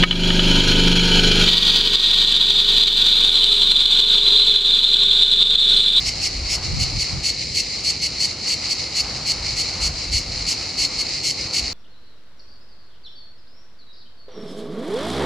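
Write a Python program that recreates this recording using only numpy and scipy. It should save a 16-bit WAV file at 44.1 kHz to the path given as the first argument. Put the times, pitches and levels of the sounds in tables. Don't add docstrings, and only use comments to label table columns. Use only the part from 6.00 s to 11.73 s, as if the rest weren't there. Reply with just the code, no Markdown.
import sys
import numpy as np
from scipy import signal
from scipy.fft import rfft, irfft
from scipy.io import wavfile

SR = 44100
rng = np.random.default_rng(int(sys.argv[2]) if len(sys.argv) > 2 else 0)


def wav_out(sig):
    wavfile.write(sys.argv[1], SR, np.round(np.clip(np.atleast_2d(sig).T, -1, 1) * 32767).astype(np.int16))


N = 252693
TIME = np.arange(N) / SR

# (frequency [Hz], relative level [dB])
DRONE_COLOUR = [(10, -30), (30, -15), (54, -0.5), (140, -2.5), (210, -6.5), (310, -5), (430, -10),
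                (505, -8.5), (600, -15.5), (1000, -23.5), (3000, -71)]
# (frequency [Hz], relative level [dB])
RUSH_COLOUR = [(200, -31), (500, -4), (770, 2), (1000, -3), (1250, -1.5), (1550, -6.5), (4000, -15.5),
               (14000, -43)]
# (time [s], relative level [dB])
RUSH_LEVEL = [(0.0, -46.5), (0.7, -43.5), (1.58, -53.5), (1.76, -48), (2.04, -50.5), (3.08, -43),
              (3.65, -45), (3.8, -43), (4.13, -47.5), (4.74, -46), (5.68, -48), (5.73, -48)]
DRONE_DB = -39
RUSH_WAVER_DB, RUSH_WAVER_HZ = 1.5, 5.6

# (frequency [Hz], relative level [dB])
HUM_LINES = [(98, -52), (149, -50), (507, -54.5)]
# (time [s], gain [dB])
HUM_SWELL = [(0, -18), (3, -1.5), (4.4, -3), (5.73, -9)]

# (frequency [Hz], relative level [dB])
BUFFET_COLOUR = [(8, -37), (28, -10), (48, -3), (70, -6), (110, -19.5), (600, -69)]
# (frequency [Hz], relative level [dB])
FLUTTER_COLOUR = [(30, -37), (80, 0), (110, -1), (170, -7.5), (250, -18.5), (600, -35), (2000, -77)]
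# (middle [s], length at half power [s], buffet level [dB], flutter level [dB])
GUSTS = [(0.032, 0.09, -31.5, -42), (0.405, 0.09, -29, -40), (0.776, 0.15, -30, -26),
         (0.962, 0.047, -26, -29.5), (1.157, 0.055, -39, -28.5), (1.5, 0.09, -40, -34.5),
         (3.085, .08, -38, -50), (3.43, 0.065, -34, -50), (3.87, 0.082, -30.5, -38),
         (4.15, 0.058, -26.5, -38), (4.371, .13, -33.5, -39.5), (5.65, 0.059, -35, -47)]
# (time [s], level [dB])
BREEZE_LEVEL = [(0, -37.5), (.9, -37.5), (1.8, -49), (2.8, -52), (3.5, -40), (4.2, -37), (4.8, -47.5),
                (5.2, -43), (5.73, -48)]
BREEZE_FLUTTER_DB = -3.5
LUMPY_DB, LUMPS_HZ = 2.5, 6
FLUTTER_SIDE_DB = -12.5

# (frequency [Hz], relative level [dB])
CHORUS_COLOUR = [(1300, -52), (1750, -20.5), (2150, -7), (2500, -11.5), (2850, -12), (3450, -20.5),
                 (4250, 2), (4700, -0.5), (5200, -5), (6000, -12.5), (6900, -14), (8200, -25),
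                 (11000, -39.5), (14500, -65)]
# (middle [s], length at half power [s], relative level [dB])
ANSWERS = [(0.06, 0.12, -29), (0.474, 0.044, -29), (0.655, 0.036, -25.5), (0.873, 0.071, -29.5),
           (1.08, 0.091, -29.5), (1.415, 0.044, -27), (1.73, 0.077, -28.5), (2.301, 0.047, -29.5),
           (2.451, 0.041, -29.5), (2.65, 0.059, -27.5), (2.80, 0.054, -29), (3.158, 0.097, -31),
           (3.475, 0.059, -28.5), (3.65, 0.063, -27.5), (4.01, .06, -30.5), (4.36, .11, -30),
           (4.602, 0.069, -32), (4.942, 0.046, -32), (5.128, 0.079, -28.5), (5.406, 0.07, -30)]
# (frequency [Hz], gain [dB])
CHORUS_SIDE = [(2200, -12), (4400, -10), (6000, -5.0), (8000, -1), (12000, 6.5)]
# (frequency [Hz], gain [dB])
CHORUS_TREBLE = [(4300, -11), (5200, -8.0)]
CHORUS_DB, CHORUS_FLUTTER_DB, CHORUS_FLUTTER_HZ = -29, 1.0, 7.2

# (start [s], end [s], relative ring level [dB], relative rib level [dB])
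CHIRPS = [(0.057, 0.095, -31, -23.5), (0.217, 0.276, -25.5, -25), (0.495, 0.559, -32, -24),
          (0.795, 0.841, -22.5, -24), (0.991, 1.033, -23, -25.5), (1.236, 1.305, -23.5, -24),
          (1.545, 1.611, -22, -24), (1.84, 1.91, -21.5, -25), (2.017, 2.071, -23.5, -24.5),
          (2.201, 2.261, -20.9, -24), (2.473, 2.545, -23, -25), (2.693, 2.733, -22.5, -25),
          (2.954, 3.014, -22, -24), (3.264, 3.325, -22.5, -24.5), (3.565, 3.622, -24.5, -25),
          (3.809, 3.88, -24.5, -25), (4.12, 4.192, -24, -24.0), (4.47, 4.531, -26, -23.5),
          (4.779, 4.857, -21.5, -24), (4.983, 5.021, -24, -26.5), (5.233, 5.314, -24, -24),
          (5.533, 5.601, -22.5, -24)]
# (frequency [Hz], nominal width [Hz], relative level [dB])
TYMBAL_MODES = [(2190, 220, .5), (2824, 470, -1), (4420, 610, 1.5), (5470, 1220, 1), (6740, 480, 0.5),
                (7610, 300, -2), (8650, 1040, -12), (9650, 650, -15.5), (10580, 490, -17.5),
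                (12000, 400, -19.5), (12600, 350, -35)]
# (frequency [Hz], gain [dB])
DOWN_BEAM = [(4800, -17), (5300, 2), (5750, -17), (6300, -47)]
# (time [s], level [dB])
BELOW_LEVEL = [(0, 3), (.55, 2), (.8, -15), (1.3, -25)]
ABDOMEN_HZ, RING_S = 4455, 0.00081
STROKES_PER_S = 237
CUTOFF_HZ = 1860

# (frequency [Hz], gain [dB])
TRUNK_COLOUR = [(2500, -16), (4400, -14), (5300, -5), (6800, -17), (8500, -3.5), (10700, -8), (12000, -15)]
# (frequency [Hz], gain [dB])
LEAVES_COLOUR = [(4000, -7.0), (9000, -5.0)]

# (frequency [Hz], gain [dB])
MICROPHONE = [(12300, 0), (13200, -1.5), (14500, -8)]
EDGE_HZ = 14600


def gain_of(db):
    return 10 ** (np.asarray(db) / 20)


def evened(x):
    return x / np.sqrt(np.mean(x ** 2) + 1e-20)


def level(curve):
    return gain_of(np.interp(TIME, *np.transpose(curve)))


def shape(points, hz):
    f, db = np.transpose(points)
    return gain_of(np.interp(np.log(hz + 1), np.log(f), db))


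def coloured(x, points):
    return irfft(rfft(x) * shape(points, np.fft.rfftfreq(N, 1 / SR)), N)


def drift(hz):
    lowpass = np.exp(-(np.fft.rfftfreq(N, 1 / SR) / hz) ** 2)
    return evened(irfft(rfft(rng.standard_normal(N)) * lowpass, N))


def stereo(mid, side, side_db):
    opposed = gain_of(side_db) * side
    return np.array([mid + opposed, mid - opposed])


def air(colour, side_db):
    mid, side = coloured(rng.standard_normal((2, N)), colour)
    return stereo(evened(mid), evened(side), side_db)


def swells(middles_s, lengths_s, levels_db):
    events = zip(middles_s, lengths_s, levels_db)
    return sum(gain_of(db) ** 2 * .5 ** ((2 * (TIME - s) / length) ** 2) for s, length, db in events)


def wash():
    drone = gain_of(DRONE_DB) * air(DRONE_COLOUR, side_db=-22)
    waver = gain_of(2.5 + RUSH_WAVER_DB * drift(RUSH_WAVER_HZ))
    rush = level(RUSH_LEVEL) * waver * air(RUSH_COLOUR, side_db=-14.0)
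    return drone + rush


def hum(waver_hz=2.39):
    lines = np.zeros(N)
    for hz, db in HUM_LINES:
        phase = 2 * np.pi * np.cumsum(hz + waver_hz * drift(5)) / SR
        lines += gain_of(db + 2 * drift(3)) * np.sin(phase)
    return np.sqrt(2) * level(HUM_SWELL) * lines


def wind(turbulence=0.76):
    middles, lengths, buffet_db, flutter_db = np.transpose(GUSTS)
    breeze = level(BREEZE_LEVEL) * gain_of(LUMPY_DB * drift(LUMPS_HZ))
    buffet = np.sqrt(breeze ** 2 + swells(middles, lengths, buffet_db))
    breeze_flutter = gain_of(BREEZE_FLUTTER_DB) * breeze
    flutter = np.sqrt(breeze_flutter ** 2 + swells(middles, lengths, flutter_db))
    apart_db = FLUTTER_SIDE_DB + turbulence * 20 * np.log10(evened(flutter))
    return buffet * air(BUFFET_COLOUR, side_db=-32) + flutter * air(FLUTTER_COLOUR, apart_db)


def rasp(per_s=900, blur_db=0, throb_db=0.72):
    grains = (rng.random(N) < per_s / SR) * rng.choice([-1, 1], N)
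    hiss = gain_of(blur_db) * rng.standard_normal(N)
    return (evened(grains) + hiss) * gain_of(throb_db * drift(24))


def chorus(brighten=0.45):
    bed = gain_of(CHORUS_DB + CHORUS_FLUTTER_DB * drift(CHORUS_FLUTTER_HZ))
    swell = np.sqrt(bed ** 2 + swells(*np.transpose(ANSWERS)))
    mid, side = (evened(coloured(rasp(), CHORUS_COLOUR)) for _ in range(2))
    sound = stereo(mid, coloured(side, CHORUS_SIDE), side_db=0.5)
    treble = coloured(sound, CHORUS_TREBLE)
    return swell * (sound + treble * (evened(swell) ** brighten - 1))


def clicks(times, sizes):
    places = np.clip(np.round(times * SR).astype(int), 0, N)
    return np.bincount(places.ravel(), sizes.ravel(), N + 1)[:N]


def rib_clicks(strokes, sizes, spread_s, uneven_db, count=16):
    late, size, sign = np.moveaxis(rng.standard_normal((len(strokes), count, 3)), 2, 0)
    times = strokes[:, None] + spread_s * late
    return clicks(times, sizes[:, None] * gain_of(uneven_db * size) * np.sign(sign))


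def tymbal(x, size=4096):
    hz = abs(np.fft.fftfreq(size, 1 / SR))
    power = 0
    for f, width, db in TYMBAL_MODES:
        power = power + gain_of(db) ** 2 / (1 + ((hz - f) / (.75 * width)) ** 2) ** 2
    power = power / (1 + (CUTOFF_HZ / (hz + 1)) ** 20)
    log_gain = np.log(power + 1e-7) / 2
    response = np.fft.ifft(np.exp(np.conj(signal.hilbert(log_gain)))).real[:size // 2]
    return signal.oaconvolve(x, response)[:N]


def strokes_of_chirps(start_db=-8.0, rise_s=0.008, jitter_s=.00016, uneven_db=0.7):
    rows = []
    for start, end, ring_db, ribs_db in CHIRPS:
        t = np.arange(end - .002, start - .007, -1 / STROKES_PER_S)
        late, size = rng.standard_normal((2, 32))[:, :len(t)]
        force_db = start_db * np.exp(-(t - start) / rise_s) + uneven_db * size
        rows.append([t + jitter_s * late, gain_of(ring_db + force_db), gain_of(ribs_db + force_db)])
    return np.hstack(rows)


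def near_cicada(lead_s=.0007, detune_hz=90, ring_gain_db=-0.13, ribs_gain_db=-.5):
    times, ring_size, rib_size = strokes_of_chirps()
    t = np.arange(-120, 120) / SR
    pitch = ABDOMEN_HZ + detune_hz * rng.standard_normal((len(times), 1))
    cycles = pitch * t + rng.random((len(times), 1))
    rings = np.exp(-(t / RING_S) ** 2 / 2) * np.sin(2 * np.pi * cycles)
    on_sample = np.round(times[:, None] * SR) / SR
    ring = clicks(on_sample + t, ring_size[:, None] * rings)
    ribs = tymbal(rib_clicks(times - lead_s, rib_size, spread_s=.001, uneven_db=0.5))
    ring = gain_of(ring_gain_db) * np.linalg.norm(ring_size) * evened(ring)
    ribs = gain_of(ribs_gain_db) * np.linalg.norm(rib_size) * evened(ribs)
    ribs = ribs + level(BELOW_LEVEL) * coloured(ribs, DOWN_BEAM)
    return (ring + ribs) * np.sqrt(SR / (N * STROKES_PER_S))


def scatter(x, first_s, t60):
    t = np.arange(SR // 2) / SR
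    present = (rng.random(len(t)) < .2) * (t > first_s)
    taps = rng.standard_normal(len(t)) * present * gain_of(-60 * t / t60)
    return signal.oaconvolve(x, taps / np.linalg.norm(taps))[:N]


def tree(song):
    trunk = coloured(scatter(song, 0.0015, t60=0.021), TRUNK_COLOUR)
    leaves = coloured(scatter(song, 0.0035, t60=0.085), LEAVES_COLOUR)
    return stereo(song + leaves, trunk, side_db=0.5)


def scene():
    cicadas = (tree(near_cicada()) + chorus()) * gain_of([[.2], [-.2]])
    return cicadas + wash() + wind() + hum()


def record(dry):
    heard = coloured(dry, MICROPHONE)
    lowpass = signal.firwin(511, EDGE_HZ, window=("kaiser", 9), fs=SR)
    return signal.oaconvolve(heard, lowpass[None], "same")


dry = scene()
out = record(dry)
wav_out(out)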